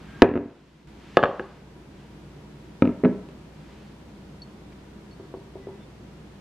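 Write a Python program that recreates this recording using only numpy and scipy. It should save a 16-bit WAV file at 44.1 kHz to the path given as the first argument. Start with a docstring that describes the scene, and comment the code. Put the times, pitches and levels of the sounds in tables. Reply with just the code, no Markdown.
"""A quiet kitchen hums; wool sleeves brush past close to the microphone, with a faint whistle.
A full glass jar, then an empty glass dish, lands on the hollow counter: the glass cracks, the counter
booms, the room rings, and the gain control sinks after the hardest knocks. A spoon ticks, and the jar
is rocked from edge to edge. Last, the spoon clinks brightly and lumps of solid oil thud softly into
the dish, among more faint whistles."""
import sys
import numpy as np
from scipy import signal
from scipy.fft import rfft, irfft, next_fast_len
from scipy.io import wavfile
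from scipy.ndimage import uniform_filter1d

SR = 44100
rng = np.random.default_rng(int(sys.argv[2]) if len(sys.argv) > 2 else 0)


def output_pcm(signal):
    """Save a mono or channel-first signal as 16-bit PCM at the path in sys.argv[1].

    Samples are clipped to [-1, 1] before scaling.
    """
    pcm = np.clip(np.atleast_2d(signal).T, -1, 1) * 32767
    wavfile.write(sys.argv[1], SR, np.round(pcm).astype(np.int16))


N = 282410

# colour of the room tone: f/Hz, level/dB
ROOM_COLOUR = [(20, -3), (35, -14.5), (60, -6), (100, 3), (200, -4), (320, 1.5), (500, -8.5), (1000, -15.5),
               (2000, -21.5), (3500, -26), (5000, -30.5), (8000, -36.5), (11000, -42), (15000, -50.5)]
# how centred the room tone sits: f/Hz, left-right correlation
ROOM_LIKENESS = [(25, .9), (60, 1), (130, 0.986), (290, 0.84), (640, 0.54), (1420, 0.26), (3120, 0),
                 (7000, 0), (12000, 0)]
# wavering hums: f/Hz, width/Hz, level/dB
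HUMS = [(150.46, 19, -52.5), (203.63, 13, -53), (955.3, 18, -69)]
# stretches between which the room tone steps in level: start t/s, level/dB
STRETCHES = [(0, 2), (0.872, 0), (2.104, 1)]
# sleeve swishes: t/s, length/s, level/dB, tilt/(dB per octave)
SLEEVES = [(-.25, 0.91, -54, -0.88), (0.357, 0.621, -58.5, 3), (0.907, 0.56, -54, 2),
           (1.301, 0.375, -59, 1.5), (1.889, 0.257, -62.5, 2.5), (3.498, 0.493, -60.5, 2.5),
           (4.711, 0.031, -57.5, 1.5)]
# colour of rubbing wool: f/Hz, level/dB
WOOL = [(300, -16), (800, 3), (1600, 6.5), (3000, 1), (5000, -10), (7500, -19), (11000, -45)]
# faint whistles: t/s, length/s, f/Hz, level/dB
WHISTLES = [(.07, 0.28, 1596, -53), (5.576, 0.1, 1977, -63.5), (5.691, 0.14, 1993, -69),
            (5.787, 0.068, 3530, -67)]
# where hits land: jar, dish, the jar's near edge, its far edge, lump
PLACES = ["jar", "dish", "near edge", "far edge", "lump"]
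# hits on the counter: t/s, level/dB, contact time/ms, place
HITS = [(0.2206, -4, 0.1069, "jar"), (.243, -10, 0.312, "jar"), (0.271, -21.5, 0.35, "jar"),
        (0.29, -18, 0.272, "jar"), (0.314, -17.5, 0.376, "jar"), (0.339, -21.5, 0.23, "jar"),
        (0.3553, -13.5, 0.291, "jar"), (.364, -13.5, 0.35, "jar"), (0.375, -19, 0.212, "jar"),
        (0.398, -26.5, 0.416, "jar"), (0.429, -27, 0.405, "jar"), (0.458, -24.5, 0.52, "jar"),
        (1.1705, -6.5, 0.1497, "dish"), (1.179, -22.5, 0.32, "dish"), (1.191, -17.5, 0.334, "dish"),
        (1.229, -13.5, 0.24, "dish"), (1.2362, -9.5, 0.188, "dish"), (1.2375, -8.5, 0.2296, "dish"),
        (1.2446, -21.5, 0.23, "dish"), (1.2564, -21.5, 0.21, "dish"), (1.2982, -30, 0.39, "dish"),
        (1.396, -22.5, 0.2825, "dish"), (1.402, -36, 0.33, "dish"), (1.404, -23.5, 0.463, "dish"),
        (2.822, -3.5, 0.2677, "near edge"), (2.842, -16.5, 0.59, "near edge"),
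        (2.854, -16, 0.263, "near edge"), (2.8743, -14, 0.334, "near edge"),
        (2.891, -13.5, 0.532, "near edge"), (3.0354, -18.5, 0.402, "far edge"),
        (3.038, -10, 0.363, "far edge"), (3.0418, -11.5, 0.55, "far edge"),
        (3.048, -13.5, 0.2177, "far edge"), (3.054, -11.5, 0.2815, "far edge"),
        (3.0889, -16.5, 0.533, "far edge"), (3.288, -48, 0.0253, "far edge"), (5.198, -35, 0.327, "lump"),
        (5.34, -32, 0.232, "lump"), (5.555, -34.5, 0.272, "lump"), (5.670, -34, 0.249, "lump"),
        (5.687, -29, 0.435, "lump")]
# modes of counter and glass: f/Hz, t60/s, then level/dB for each place
MODES = [(98.3, 0.084, -17.5, -27.5, -20.5, -29.5, -7.5), (192.64, 0.34, -29, -24.5, -20.5, -13.5, -31.5),
         (221, 0.15, -23.5, -28, -28, -20, -36.5), (246.74, 0.13, -1, -30.5, -8, -1, -35),
         (281, 0.19, -6.5, -28, -5.5, -24, -40), (287.6, 0.244, 2.5, -20.5, -10, -13, -33.5),
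         (324.64, 0.15, -11.5, -24.5, -30.5, -7.5, -38.5), (347.2, 0.1, -11.5, -17, -28.5, -30.5, -38),
         (357, 0.03, 6, -14, -17, -30, -37), (372.3, 0.058, 0.5, -4, -10.5, -31, -26),
         (390.4, 0.088, -16, -17.5, -24.5, -31, 6.5), (394.06, 0.18, -8, -7.5, -10.5, -2.5, -4),
         (412.4, 0.15, -2, -15, -21, -3.5, -31), (460, 0.085, -16.5, -15, -30, -28, -29.5),
         (481.6, 0.058, 3.5, -3.5, -24.5, -18, 0.5), (503.1, 0.064, -13.5, -5.5, -19, -21, -23),
         (534.95, 0.16, -18.5, -7.5, -16.5, -8, -6), (566.4, 0.15, -9.5, -11.5, -24.5, -24.5, -22.5),
         (649.2, 0.17, -17, -13, -30.5, -32.5, -26.5), (679.4, 0.19, -4, -13, -35.5, -29.5, -10.5),
         (803.5, 0.14, -30.5, -10, -22.5, -26, -32.5), (918, 0.076, -7, -31.5, -12, -11, -3),
         (1184, 0.06, -24.5, -16, -37, -27, -32.5), (1289.2, 0.03, -2.5, -7.5, -6.5, -19.5, -24.5),
         (1645, 0.011, -1.5, 9.5, -31.5, -23, -19), (1680, 0.16, -49.5, -17, -52.5, -22.5, -50.5),
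         (2450, 0.021, -27, -30.5, -7, -16.5, -28.5), (2706, 0.0075, 7, 8.5, -1.5, -27, -32.5),
         (2694, 0.1, -49, -26, -45.5, -38, -55.5), (3568, .012, -8, -11.5, -7, -28, -46),
         (3533, 0.16, -62, -21.5, -45, -43, -59.5)]
# dense modes, heard as a short clatter: f/Hz, t60/s, then level/dB for each place
CLATTER = [(100, 0.069, -4.5, -22, -20, -16, -44.5), (285, 0.072, -15.5, -16, -11.5, -3.5, -21),
           (748, 0.081, -16, -9, -22.5, -32, -6.5), (1597, 0.014, 1, 6, -15.5, -6.5, -26.5),
           (2190, 0.022, 1, -14.5, -8.5, -8.5, -14.5), (2800, 0.016, -8.5, 3, -14.5, -10.5, -19.5),
           (4300, 0.023, -22, -14, -19, -14, -30.5), (6300, 0.011, -11, -29.5, -16, -35.5, -39.5),
           (11860, .007, -34, -29, -46, -53, -51)]
# stereo position of each place: left lag/microseconds, left minus right level/dB
PANS = [(23.5, 0), (28.5, 0.5), (-19.5, 0.73), (-35.5, -0.78), (-18, 0.7)]
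# reverb decay: f/Hz, t60/s
REVERB_DECAY = [(100, 0.49), (300, 0.393), (1000, 0.567), (3000, 0.448), (6000, 0.38), (12000, 0.269)]
# reverb colour: f/Hz, level/dB
REVERB_COLOUR = [(60, -11.5), (150, -5), (400, -3.5), (900, -2), (1800, -4.5), (4000, -4), (7000, -2),
                 (12000, -4.5)]
# reverb width: f/Hz, side-to-mid ratio
REVERB_WIDTH = [(50, .25), (200, 0.13), (700, 0.096), (2000, .19), (5000, 0.45), (10000, 0.88)]
# modes of the spoon: f/Hz, level/dB, t60/s
SPOON_MODES = [(4402, 1, 0.068), (5830, -26, 0.093), (8300, -33, 0.072)]
# spoon clinks: t/s, level/dB
CLINKS = [(1.425, -56), (4.419, -37.5), (4.461, -69.5), (4.476, -70.5), (4.527, -67), (5.111, -53.5),
          (5.128, -55.5), (5.196, -64), (5.262, -66), (5.371, -61.5)]

MAINS_HZ, MAINS_DB = 59.64, -54.5
SPOT_DB, SPOT_DETUNE = 1.97, 0.0087  # no two hits land alike: scatter of mode level and pitch
GLASS_ABOVE_HZ, COUNTER_LAG_S = 1100, 0.000253
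REVERB_DB, GLASS_SEND_DB = -9, -7.5  # glass and spoon beam at the microphone, less at the walls
DUCK_FROM_DB, DUCK_SHARE, DUCK_S, RECOVER_DB_PER_S = -2.5, 0.737, 0.027, 9
HISS_DB, HISS_HZ, CLIP_HARDNESS, TOP_HZ = -62, 3980, 8.3, 15300


def gain_of(db):
    """Decibels to gain."""
    return 10 ** (np.asarray(db) / 20)


def curve(points, hz):
    """A table's value at hz, on a log frequency axis."""
    f, value = np.transpose(points)
    return np.interp(np.log(hz + 1), np.log(f + 1), value)


def add(mix, s, sound):
    """Mixes a sound in at s seconds."""
    part = mix[round(s * SR):][:len(sound)]
    part += sound[:len(part)]


def narrow_noise(hz, width, count):
    """Noise in one resonance, rms about 1."""
    r = np.exp(-np.pi * width / SR)
    slow = signal.lfilter([1], [1, -r], rng.standard_normal((2, count + SR // 4)))[:, SR // 4:]
    turn = 2 * np.pi * hz * np.arange(count) / SR
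    return (slow[0] * np.cos(turn) + slow[1] * np.sin(turn)) * np.sqrt(1 - r * r)


def room_tone():
    """The bed: drifting noise, wavering hums and steady mains hum, stepping in level twice."""
    frames, hz = N // 256 + 5, np.fft.rfftfreq(1024, 1 / SR)
    mid_re, mid_im, side_re, side_im, drift = rng.standard_normal((frames, 513, 5)).T
    drift = uniform_filter1d(uniform_filter1d(drift, 10, 0), 10, 1) * 10
    likeness = np.clip(curve(ROOM_LIKENESS, hz), 0, 1)[:, None]
    mid = mid_re + 1j * mid_im
    side = np.sqrt((1 - likeness) / (1 + likeness)) * (side_re + 1j * side_im)
    colour = gain_of(curve(ROOM_COLOUR, hz))[:, None]
    spectra = np.array([mid + side, mid - side]) * colour * gain_of(0.18 * drift)
    air = gain_of(-57.5) * signal.istft(spectra, nperseg=1024, noverlap=768)[1][:, :N]
    hums = sum(gain_of(db) * narrow_noise(f, width, N) for f, width, db in HUMS)
    mains = gain_of(MAINS_DB) * np.sqrt(2) * np.sin(2 * np.pi * MAINS_HZ * np.arange(N) / SR)
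    starts, level_db = np.transpose(STRETCHES)
    stretch = np.searchsorted(starts[1:] * SR, np.arange(N))
    return (air + hums + mains) * gain_of(level_db[stretch])


def sleeves():
    """Knitted wool brushes past: one swell of noise per movement, each with its own brightness."""
    t, size, out = np.arange(N) / SR, next_fast_len(N), np.zeros(N)
    hz, fibres = np.fft.rfftfreq(size, 1 / SR), rfft(rng.standard_normal(size))
    for s, length, db, tilt in SLEEVES:
        colour = gain_of(curve(WOOL, hz) + tilt * np.log2(hz / 2000 + .01))
        swish = irfft(fibres * colour, size)[:N]
        swell = np.sin(np.pi * np.clip((t - s) / length, 0, 1))
        out += gain_of(db) * swell * swish / swish.std()
    return out


def whistles():
    """Faint, short tones that waver with the narrow noise around them."""
    out = np.zeros(N)
    for s, length, hz, db in WHISTLES:
        t = np.arange(0, length, 1 / SR)
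        waver = np.sqrt(2) * 0.53 * narrow_noise(hz, width=23, count=len(t))
        tone = np.sin(2 * np.pi * hz * t) + waver
        add(out, s, gain_of(db) * tone * signal.windows.tukey(len(t), .4))
    return out


def ring(modes):
    """Struck modes (f/Hz, level/dB, t60/s): dying tones that all start at their crest."""
    impulse, out = np.eye(1, 16384)[0], 0
    for hz, db, t60 in modes:
        r, c = gain_of(-60 / (t60 * SR)), np.cos(2 * np.pi * hz / SR)
        out = out + gain_of(db) * signal.lfilter([1, -r * c], [1, -2 * r * c, r * r], impulse + 1e-30)
    return out


def soften(sound, ms):
    """Drives a sound with a smooth push of area 1: the longer the contact, the duller the hit."""
    u = np.arange(400) / SR / (max(ms, .01) / 1000)
    force = u * u * np.exp(-u)
    return signal.oaconvolve(sound, force / force.sum())


def clatter(place):
    """Crowded modes blur into a noise burst, each band dying at its own speed."""
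    t, hz = np.arange(4096) / SR, np.fft.rfftfreq(4096, 1 / SR)
    noise, centres = rfft(rng.standard_normal(4096)), [row[0] for row in CLATTER]
    out = 0
    for (_, t60, *levels), share in zip(CLATTER, np.eye(len(CLATTER))):
        band = irfft(noise * curve(list(zip(centres, share)), hz))
        out = out + band / band.std() * gain_of(levels[place] - 60 * t / t60)
    return out


def knocks(place):
    """Rings and thuds at one place: the glass cracks first, the heavy counter answers the other way."""
    rings, thuds = np.zeros((2, N))
    for s, db, ms in [hit[:3] for hit in HITS if hit[3] == PLACES[place]]:
        scatter = rng.standard_normal((len(MODES), 2))
        modes = [(hz * (1 + SPOT_DETUNE * detune), levels[place] + SPOT_DB * lift, t60)
                 for (hz, t60, *levels), (detune, lift) in zip(MODES, scatter)]
        glass = ring([mode for mode in modes if mode[0] > GLASS_ABOVE_HZ])
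        counter = ring([mode for mode in modes if mode[0] <= GLASS_ABOVE_HZ])
        add(rings, s, -gain_of(db) * soften(glass, 0.384 * ms))
        add(thuds, s, gain_of(db) * soften(clatter(place), 0.442 * ms))
        add(thuds, s + COUNTER_LAG_S, gain_of(db) * soften(counter, ms))
    low_cut = signal.butter(2, 60, "high", fs=SR)  # a counter radiates little deep bass
    return signal.lfilter(*low_cut, [rings, thuds])


def pan(x, lag_us, pan_db):
    """Two close microphone ports: a small delay and level difference between them."""
    size = next_fast_len(N)
    hz, ports = np.fft.rfftfreq(size, 1 / SR), np.array([[1], [-1]]) / 2
    delay = np.exp(-2j * np.pi * hz * ports * lag_us / 1e6)
    return irfft(rfft(x, size) * gain_of(ports * pan_db) * delay, size)[:, :N]


def kitchen_reverb(send):
    """Wall echoes: sparse taps of random sign, each band dying at its own speed, widest in the treble."""
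    taps = np.zeros((2, SR))
    arrivals = np.arange(200, SR - 20, 20) + rng.integers(0, 20, (2, (SR - 201) // 20))
    np.put_along_axis(taps, arrivals, rng.choice([-1., 1.], arrivals.shape), 1)
    hz, t, spectra = signal.stft(taps, SR, nperseg=512)
    decay_db = 60 * t / curve(REVERB_DECAY, hz)[:, None]
    mid, side = spectra * gain_of(curve(REVERB_COLOUR, hz)[:, None] - decay_db)
    side = side * np.clip(curve(REVERB_WIDTH, hz), 0, 1)[:, None]
    tail = signal.istft(np.array([mid + side, mid - side]), SR, nperseg=512)[1]
    return signal.fftconvolve(send[None], tail / np.linalg.norm(tail[0]), axes=1)[:, :N]


def spoon():
    """Each clink rings the spoon's three bright modes, with a softened attack."""
    out = np.zeros(N)
    clink = ring(SPOON_MODES) * np.minimum(np.arange(16384) / 30, 1)
    for s, db in CLINKS:
        add(out, s, gain_of(db) * clink)
    return out


def scene():
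    """Everything on the counter rings into the kitchen, over room tone and sleeves."""
    stems = [knocks(place) for place in range(len(PLACES))]
    details = whistles() + spoon()
    direct = details + sum(pan(rings + thuds, *at) for (rings, thuds), at in zip(stems, PANS))
    rings, thuds = sum(stems)
    reverb = kitchen_reverb(gain_of(GLASS_SEND_DB) * (details + rings) + thuds)
    return direct + gain_of(REVERB_DB) * reverb + room_tone() + sleeves()


def gain_control(x):
    """After an overload the gain ducks quickly and creeps back."""
    creep = np.arange(x.shape[1]) * RECOVER_DB_PER_S / SR
    peak_db = 20 * np.log10(abs(x).max(0) + 1e-9)
    held_db = np.maximum.accumulate(peak_db + creep) - creep
    over_db = np.maximum(held_db - DUCK_FROM_DB, 0)
    r = np.exp(-1 / (DUCK_S * SR))
    return x / gain_of(DUCK_SHARE * signal.lfilter([1 - r], [1, -r], over_db))


def record(dry):
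    """Microphone chain: low cut, gain control reset for each stretch, preamp hiss, clipping, high cut."""
    thinned = signal.lfilter(*signal.butter(1, 30, "high", fs=SR), dry)
    stretches = np.split(thinned, [round(start * SR) for start, _ in STRETCHES[1:]], axis=1)
    hiss = signal.lfilter(*signal.butter(2, HISS_HZ, fs=SR), rng.standard_normal(dry.shape))
    x = np.hstack([gain_control(stretch) for stretch in stretches]) + gain_of(HISS_DB) * hiss
    clipped = x / (1 + abs(x) ** CLIP_HARDNESS) ** (1 / CLIP_HARDNESS)
    high_cut = signal.firwin(255, TOP_HZ, window=("kaiser", 8), fs=SR)
    return signal.oaconvolve(clipped, high_cut[None], "same")


dry = scene()
out = record(dry)
output_pcm(out)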